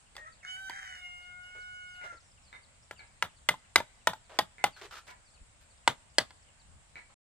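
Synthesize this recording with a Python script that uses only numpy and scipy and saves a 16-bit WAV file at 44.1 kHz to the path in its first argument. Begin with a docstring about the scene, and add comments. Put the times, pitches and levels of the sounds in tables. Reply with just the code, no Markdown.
"""A rooster crows off to the right over insect hiss, peeping birds and low wind in a warm farmyard.
The crow is a harmonic voice shaped by the windpipe, rasping where hoarse; birds are gliding sines.
Close by and loudest, a mallet knocks a casting mould, which rings and rocks on grit.
Feet scuff, something is tapped far off under a stilt shed, and the shed throws each knock back."""
import sys
import numpy as np
from scipy import signal
from scipy.fft import rfft, irfft
from scipy.io import wavfile
from scipy.ndimage import uniform_filter1d

SR = 44100
rng = np.random.default_rng(int(sys.argv[2]) if len(sys.argv) > 2 else 0)


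def wav_out(sig):
    """Save sig, one row per channel (or a flat mono array), as 16-bit PCM at SR to the path in sys.argv[1]."""
    wavfile.write(sys.argv[1], SR, np.round(np.clip(np.atleast_2d(sig).T, -1, 1) * 32767).astype(np.int16))


N = 319725

# steady background hiss, peaking near 7.6 and 9.1 kHz, very faint above 10 kHz:
# (frequency [Hz], relative level [dB])
HISS_SPECTRUM = [(80, -33), (130, -6), (330, -25), (600, -12), (1500, -15.5), (2300, -16), (6300, -23.5),
                 (7600, -12), (8600, -17.5), (9100, -16), (9600, -26), (10000, -44), (15000, -46.5),
                 (16400, -55.5)]
# stereo image of the hiss: (frequency [Hz], left-right correlation [-])
HISS_CORRELATION = [(60, -0.016), (380, 0.17), (2380, -0.15), (15000, -0.039)]
# wind gusts: (centre [s], half length [s], lift [dB])
WIND_GUSTS = [(5.422, 0.014, 12.5), (6.737, 0.077, 7)]
# songbird notes: (length [s], start [Hz], nominal end [Hz], bend [-]); bend > 1 holds, then drops
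DROP_NOTE, HIGH_NOTE, LOW_NOTE = (.036, 4650, 3200, 2.8), (.018, 5750, 4300, 1.1), (.036, 3130, 2400, 1.2)
# first songbird, one dropping note: (time [s], level [dB])
DROP_CALLS = [(.316, -64), (1.222, -67), (1.6, -68), (2.16, -66), (2.622, -66), (2.976, -63.5),
              (3.359, -63.5), (4.238, -72), (5.334, -66.5), (5.697, -67.5), (6.59, -69)]
# second songbird, high-low pairs and lone notes: (time [s])
PAIR_TIMES_S = [.344, 1.034, 1.43, 1.884, 2.311, 3.581, 3.944, 5.299, 5.77, 6.093, 6.422]
LONE_HIGH_S, LONE_LOW_S = [2.2, 3.067, 4.9], [.054, 2.954, 3.286, 4.715]
# chicks: (time [s], length [s], start [Hz], nominal end [Hz], level [dB])
CHICK_PEEPS = [(1.567, 0.1, 7120, 5310, -75), (1.72, .09, 7096, 5440, -77), (1.868, 0.11, 7500, 5350, -74),
               (1.919, 0.067, 5720, 4060, -66), (2.066, 0.14, 6700, 5160, -77),
               (2.19, 0.13, 7150, 5230, -72), (2.413, 0.1, 6430, 3800, -68),
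               (2.484, 0.059, 5000, 3500, -75), (2.823, 0.022, 4300, 6200, -64.5),
               (4.716, 0.084, 5090, 4000, -65), (5.241, 0.072, 5660, 3980, -66.5)]
# foot drags: (time [s], level [dB], drag [s], tilt [dB/octave], sole note [Hz])
FOOT_DRAGS = [(.172, -60, 0.02, -2, 570), (1.547, -63.5, 0.041, -3, 470), (2.038, -56, 0.027, -3, 600),
              (2.122, -59.5, 0.02, -6, 550.6), (4.295, -56.5, 0.071, -3.5, 600),
              (4.764, -57, 0.032, -1, 1500), (4.813, -51.5, 0.04, -1.5, 413),
              (4.91, -51, 0.075, -0.5, 1375), (5.068, -58, 0.042, 0.5, 690), (5.609, -69, 0.016, 3.5, 1520),
              (7.1, -69, 0.01, -4.5, 802)]
# crushed grit: (frequency [Hz], relative level [dB])
GRIT_SPECTRUM = [(150, -65), (300, -12), (500, -10), (1350, -3), (3500, -6.5), (7570, -13), (14500, -21),
                 (16000, -47.5)]
# far taps: (time [s], level [dB], dullness [dB/octave])
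TAPS = [(2.015, -41.5, 1.5), (2.529, -39, 0), (2.994, -44, 3.5), (4.583, -41.5, 4), (5.084, -40, 8.5),
        (6.957, -36.5, -0.5)]
# tapped object: (frequency [Hz], level [dB], t60 [s])
TAP_MODES = [(645, -40, .03), (954, -6, 0.082), (1390, -3, 0.016), (1770, 2, 0.027), (2087, 7.5, 0.033),
             (2185, 4.5, 0.033), (3700, -6, 0.025), (4300, -18, 0.038)]
# crow, per syllable: (time [s], pitch [Hz], voice [dB], windpipe [Hz], brightness [dB], rasp [dB])
CROW_SYLLABLES = [
    [(.178, 629, -49, 1850, -26, -48), (.21, 626, -50, 1860, -26, -72), (.25, 616, -49, 1870, -28, -66),
     (.275, 658, -50.5, 1410, -36, -54), (.31, 630, -83, 1400, -20, -76)],
    [(.428, 740, -60, 2200, -25, -50.5), (.455, 716, -49, 1970, -22, -51), (.48, 749, -50.5, 1740, 6, -57),
     (.55, 744.4, -47.5, 1750, -1, -67), (.58, 766, -46, 1580, -16, -61), (.64, 771, -44.5, 1430, -13, -82),
     (.69, 764, -43, 1470, -11, -53)],
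    [(.69, 767, -48, 1496, -11, -47.5), (.77, 787, -50.5, 1530, -9, -47.5),
     (.9, 743.4, -53, 1830, -0.5, -51), (.97, 727, -56, 1700, 3.5, -51), (1.01, 724, -53.5, 1860, -1, -74)],
    [(1.01, 725, -52, 1800, -6, -70), (1.05, 714.6, -47, 1930, -0.5, -68), (1.1, 711.5, -51, 1810, -3, -76),
     (1.27, 717.6, -50.5, 1680, -6, -75), (1.36, 719, -49.5, 1730, -27, -82),
     (1.45, 723.1, -51, 1650, -6, -73), (1.6, 731.2, -48, 1690, -13, -74), (1.8, 730.4, -50, 1650, -6, -84),
     (2.0, 721, -47.5, 1590, -11.5, -73), (2.06, 708, -43, 1530, -17, -52),
     (2.105, 695.5, -46.5, 1490, -30, -63), (2.135, 672, -54, 1470, -28, -53),
     (2.165, 665, -75, 1500, -24, -83)],
]
# per syllable, relative to the voice: (fundamental [dB], upper harmonics [dB])
CROW_BALANCE = [(-16, -30), (-14.5, -16), (-8, -15), (-18, -24)]
# beak colour on the upper harmonics: (frequency [Hz], gain [dB])
BEAK_RESPONSE = [(3600, 1), (4400, -7), (5100, -3.5), (6500, -2), (8000, -7), (10000, -14.5), (11600, -12),
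                 (13000, -24), (16000, -23)]
# mould, concrete and mallet ringing together: (frequency [Hz], level [dB], t60 [s])
MOULD_MODES = [(388, -4, 0.012), (630, -10, 0.034), (885, -5, 0.054), (972, -0.5, 0.027),
               (1423, -1.5, 0.021), (1619, -1, 0.025), (2022, 5, 0.019), (2236, -3, 0.017),
               (2588, -2, 0.004), (2900, 3, 0.0053), (3503, 3, 0.013), (4070, 3.5, 0.0055),
               (4512, 4, 0.014), (5434, -1.5, .01), (6370, -2, 0.0021), (7730, 8.5, 0.011),
               (7600, -1, .009), (11380, -2.5, 0.022), (13800, -14.5, .009)]
# average blow: (frequency [Hz], gain [dB])
BLOW_SPECTRUM = [(400, -22), (900, -17.5), (2000, -9.5), (4000, -16), (9000, -24.5)]
# blows, each landing again after a moment: (time [s], level [dB], low-mode weight [dB], high-mode bite [dB],
# recontact [s])
MALLET_BLOWS = [(.152, -42.5, 14, -2, 0.0019), (.164, -31.5, -8, 15, 0.004), (0.695, -29.5, 12, -1, 0.0041),
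                (2.909, -26.5, 7.5, -8, .0023), (3.223, -11.5, -4.5, -14, .003), (3.487, -7, -4, 2, 0.0052),
                (3.539, -33.5, 28, 3, .0021), (3.757, -2.5, -5, 4, 0.0041), (3.801, -24, 25, -10.5, 0.0013),
                (4.07, -6, 8.5, 2, 0.0049), (4.132, -27, 12, -3, .0035), (4.387, -7, 19, 10, .0052),
                (4.639, -7, 5, -2, 0.0035), (5.875, -5, 7, 1.5, .0012), (6.182, -5, 10.5, 9.5, 0.002204),
                (6.305, -41.5, 14.5, 6, 0.0029)]


def gain(db):
    return 10 ** (np.asarray(db) / 20)


def unit_rms(x):
    return x / np.sqrt(np.mean(x ** 2) + 1e-20)


def curve_at(points, hz):
    knots_hz, values = np.transpose(points)
    return np.interp(np.log(hz + 1), np.log(knots_hz + 1), values)


def add(mix, start_s, sound, pan_db=0, lag_samples=0):
    """Mix in a sound; positive pan favours the left, positive lag delays the left."""
    for side, sign in enumerate((1, -1)):
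        start = max(round(start_s * SR) + round(lag_samples) * (1 - side), 0)
        part = mix[side, start:start + len(sound)]
        part += gain(sign * pan_db / 2) * sound[:len(part)]


def band(x, lo_hz, hi_hz):
    return unit_rms(signal.sosfilt(signal.butter(2, [lo_hz, hi_hz], "bandpass", fs=SR, output="sos"), x))


def noise(n, lo_hz, hi_hz):
    return band(rng.standard_normal(n), lo_hz, hi_hz)


def flicker(n, depth_db, span_samples):
    return gain(depth_db * unit_rms(uniform_filter1d(rng.standard_normal(n), span_samples)))


def ring(modes, colour_db):
    """Decaying sines; each strike lands elsewhere and shifts the modes."""
    t = np.arange(4000)[:, None] / SR
    hz, db, t60_s = np.transpose(modes)
    db = db + colour_db(hz) + 2.1 * rng.standard_normal(len(hz))
    hz = hz * (1 + .032 * rng.standard_normal(len(hz)))
    return (gain(db - 60 * t / t60_s) * np.sin(2 * np.pi * hz * t)).sum(1)


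def background_hiss(level_db=-63.5):
    """Steady hiss, insects near 7.6 and 9.1 kHz: random short-time spectra with drifting patches."""
    hz = np.fft.rfftfreq(512, 1 / SR)
    a, b, c, d, patches = rng.standard_normal((N // 128 + 5, 257, 5)).T
    patches = unit_rms(uniform_filter1d(uniform_filter1d(patches, 6, 0), 16, 1))
    correlation = curve_at(HISS_CORRELATION, hz)[:, None]
    left = a + 1j * b
    right = correlation * left + np.sqrt(1 - correlation ** 2) * (c + 1j * d)
    spectra = np.array([left, right]) * gain(curve_at(HISS_SPECTRUM, hz)[:, None] + 1.4 * patches)
    return gain(level_db) * unit_rms(signal.istft(spectra, nperseg=512, noverlap=384)[1][:, :N])


def breeze(level_db=-65.5):
    """Wind rumble, mostly common to both microphones, with a wavering far hum."""
    common, spread, hum = rng.standard_normal((3, N))
    centre = band(common, 25, 100) + .23 * band(hum, 62, 78)
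    left = gain(3.5) * (centre + .18 * band(spread, 23, 90))
    right = centre - .91 * band(spread, 16, 120)
    t = np.arange(N) / SR
    gust_db = sum(db * np.exp(-((t - centre_s) / half_s) ** 4) for centre_s, half_s, db in WIND_GUSTS)
    return gain(level_db + gust_db) * unit_rms(np.array([left, right]))


def shed_echo(x, first_s, hold_s, t60_s, tail_db, tail_t60_s, cutoff_hz):
    """Reflections off posts and fence: steady, then decaying, over a faint long tail."""
    t = np.arange(SR // 2) / SR
    envelope = gain(-60 * np.maximum(t - hold_s, 0) / t60_s) + gain(tail_db - 60 * t / tail_t60_s)
    echoes = rng.choice([-1., 1.], (2, len(t))) * (rng.random((2, len(t))) < .08)
    echoes *= envelope * (t > first_s)
    echoes[1] = .16 * echoes[0] + .99 * echoes[1]
    echoes = signal.lfilter(*signal.butter(1, cutoff_hz, fs=SR), echoes)
    return signal.fftconvolve(x, echoes / np.linalg.norm(echoes[0]), axes=1)[:, :N]


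def birds(pair_gap_s=.053, peep_bend=.6):
    """Husky gliding sines; two songbirds sit left, the chicks are scattered."""
    low_times_s = [s + pair_gap_s for s in PAIR_TIMES_S] + LONE_LOW_S
    notes = [(s, *DROP_NOTE, db, 6) for s, db in DROP_CALLS]
    notes += [(s, *HIGH_NOTE, -68.5, 6) for s in PAIR_TIMES_S + LONE_HIGH_S]
    notes += [(s, *LOW_NOTE, -68, 6) for s in low_times_s]
    notes += [(*glide, peep_bend, db, 6 * rng.uniform(-.76, 1)) for *glide, db in CHICK_PEEPS]
    out = np.zeros((2, N))
    for start_s, length_s, start_hz, end_hz, bend, db, pan_db in notes:
        n = round(length_s * SR)
        hz = start_hz + (end_hz - start_hz) * rng.uniform(.85, 1.2) * np.linspace(0, 1, n) ** bend
        envelope = flicker(n, 3.2, 120) * signal.windows.tukey(n, .6)
        note = envelope * np.sin(2 * np.pi * np.cumsum(hz) / SR)
        add(out, start_s, gain(db + 2 * rng.standard_normal()) * note, pan_db)
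    return out


def scuffs():
    """Grit crushed under a sole: sudden grip, uneven grains, hollow note, quick release."""
    out, t = np.zeros((2, N)), np.arange(8192) / SR
    hz = np.fft.rfftfreq(len(t), 1 / SR)
    for start_s, db, drag_s, tilt_db, sole_hz in FOOT_DRAGS:
        grit = gain(curve_at(GRIT_SPECTRUM, hz) + tilt_db * np.log2((hz + 100) / 1000))
        sole = 1 + 3 / (1 + ((hz - sole_hz) / 70) ** 2)
        grip = np.minimum(t / .00048, 1) * gain(-450 * np.maximum(t - drag_s, 0))
        for pan_db in (-5, 5):
            grains = rng.standard_normal(len(t)) * flicker(len(t), 2.15, 140)
            scuff = grip * unit_rms(irfft(rfft(grains) * grit * sole))
            add(out, start_s, gain(db) * scuff, pan_db, lag_samples=pan_db / 2)
    return out


def far_taps(rattle_per_s=300):
    """A small object, struck far off, rings and rattles briefly."""
    out, t = np.zeros((2, N)), np.arange(2500) / SR
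    for start_s, db, dull_db in TAPS:
        contacts = .5 * rng.standard_normal(len(t)) * (rng.random(len(t)) < rattle_per_s / SR)
        contacts *= np.exp(-t / .019)
        contacts[0] = 1
        tap = signal.fftconvolve(contacts, ring(TAP_MODES, lambda hz: dull_db * np.log2(2200 / hz)))
        add(out, start_s, gain(db) * tap / abs(tap).max(), pan_db=-.7, lag_samples=-21.5)
    return out


def rooster(pipe_width_hz=445, throb_db=5):
    """The windpipe picks harmonic 2 or 3; hoarse parts flutter and carry a throbbing rasp."""
    out = np.zeros((2, N))
    for rows, (fundamental_db, upper_db) in zip(CROW_SYLLABLES, CROW_BALANCE):
        times_s, *columns = np.transpose(rows)
        t = np.arange(times_s[0], times_s[-1], 1 / SR)
        n = len(t)
        hz, voice_db, pipe_hz, bright_db, rasp_db = (np.interp(t, times_s, c) for c in columns)
        hoarse = np.clip((rasp_db + 50) / 18, 0, 1)
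        phase = 2 * np.pi * np.cumsum(hz) / SR + .036 * (hoarse + .033) * noise(n, 30, 230)
        pipe_db = [-21 * np.log10(1 + ((k * hz - pipe_hz) / pipe_width_hz) ** 4) for k in (2, 3)]
        beak_db = [upper_db + .4 * bright_db + curve_at(BEAK_RESPONSE, k * hz) + 2.85 * noise(n, 1, 13)
                   for k in range(5, 21)]  # weak overtones come and go
        voice = sum(gain(voice_db + db) * np.sqrt(2) * np.sin(k * phase + k * k)
                    for k, db in enumerate([fundamental_db, *pipe_db, bright_db, *beak_db], 1))
        throb = gain(throb_db * noise(n, 27, 200))
        rasp = band(noise(n, 1260, 2140), 1460, 2180) + gain(-13.5) * noise(n, 5150, 7400)
        fade = np.clip(np.minimum(t - times_s[0], times_s[-1] - t) / .0028, 0, 1)
        syllable = fade * (voice + gain(rasp_db) * unit_rms(throb * rasp))
        add(out, times_s[0], syllable, pan_db=-.6, lag_samples=20)
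    return out


def mould_rocking():
    """The struck mould rocks on grit and the ground thuds."""
    t = np.arange(5000) / SR
    swell = (t / .013) ** 2 * np.exp(-2 * t / .015)
    a, b, c = rng.standard_normal((3, len(t)))
    rattle = band(a, 470, 1600) + gain(-4.5) * band(b, 2900, 3900) + gain(-8.5) * band(c, 4500, 12000)
    thud = gain(-6) * band(c, 76, 230) * t / .025
    return swell * (rattle + thud)


def mallet(move_s=5.2, bite_hz=3260):
    """Each blow lands, chatters and lands again, ringing the mould. Returns (knocks, rocking)."""
    knocks, rocking, t = np.zeros((2, N)), np.zeros((2, N)), np.arange(600) / SR
    for start_s, db, weight_db, bite_db, recontact_s in MALLET_BLOWS:
        lag_samples = -3 if start_s < move_s else 2  # mould's left end, then its right
        contact = .41 * rng.standard_normal(len(t)) * np.exp(-t / .0027)
        contact[0] -= 1
        contact[int(recontact_s * SR)] -= .9
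        tilt = [(1000, weight_db), (2000, 0), (bite_hz, bite_db), (2 * bite_hz, .64 * bite_db)]
        mould = ring(MOULD_MODES, lambda hz: curve_at(BLOW_SPECTRUM, hz) + curve_at(tilt, hz))
        knock = band(signal.fftconvolve(contact, mould), 450, 12000)
        add(knocks, start_s + .0015, gain(db) * knock / abs(knock).max(), .3, lag_samples)
        for pan_db in (-9, 9):  # grit cracks between mallet and mould
            crack = noise(len(t), 2400, 7500) * np.exp(-t / .0049)
            add(knocks, start_s + .0014, gain(db - 26.5 + .1 * bite_db) * crack, pan_db)
        add(rocking, start_s, gain(db - 17) * mould_rocking(), .8, lag_samples)
    return knocks, rocking


def scene():
    """Sources and their shed echoes over hiss and wind."""
    crow, (knocks, rocking), taps = rooster(), mallet(), far_taps()
    calls = crow + birds()
    mould_echo = shed_echo(rocking + .36 * knocks, first_s=.016, hold_s=.02, t60_s=.1,
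                           tail_db=-24.5, tail_t60_s=.98, cutoff_hz=8000)
    tap_echo = shed_echo(taps, first_s=.0063, hold_s=.029, t60_s=.16,
                         tail_db=-18, tail_t60_s=.8, cutoff_hz=6800)
    call_echo = shed_echo(calls, first_s=.0014, hold_s=.045, t60_s=.1,
                          tail_db=-24.5, tail_t60_s=1, cutoff_hz=6000)
    echoes = gain(-14.5) * mould_echo + gain(4) * tap_echo + gain(-9) * call_echo
    return knocks + rocking + 1.5 * taps + calls + echoes + scuffs() + background_hiss() + breeze()


def record(dry, end_s=7.143, cutoff_hz=16500):
    """Short fade to silence, then low-pass."""
    fade = np.clip((end_s - np.arange(N) / SR) / .0016, 0, 1)
    lowpass = signal.firwin(511, cutoff_hz, window=("kaiser", 9), fs=SR)
    return signal.oaconvolve(dry * fade, lowpass[None], "same")


dry = scene()
out = record(dry)
wav_out(out)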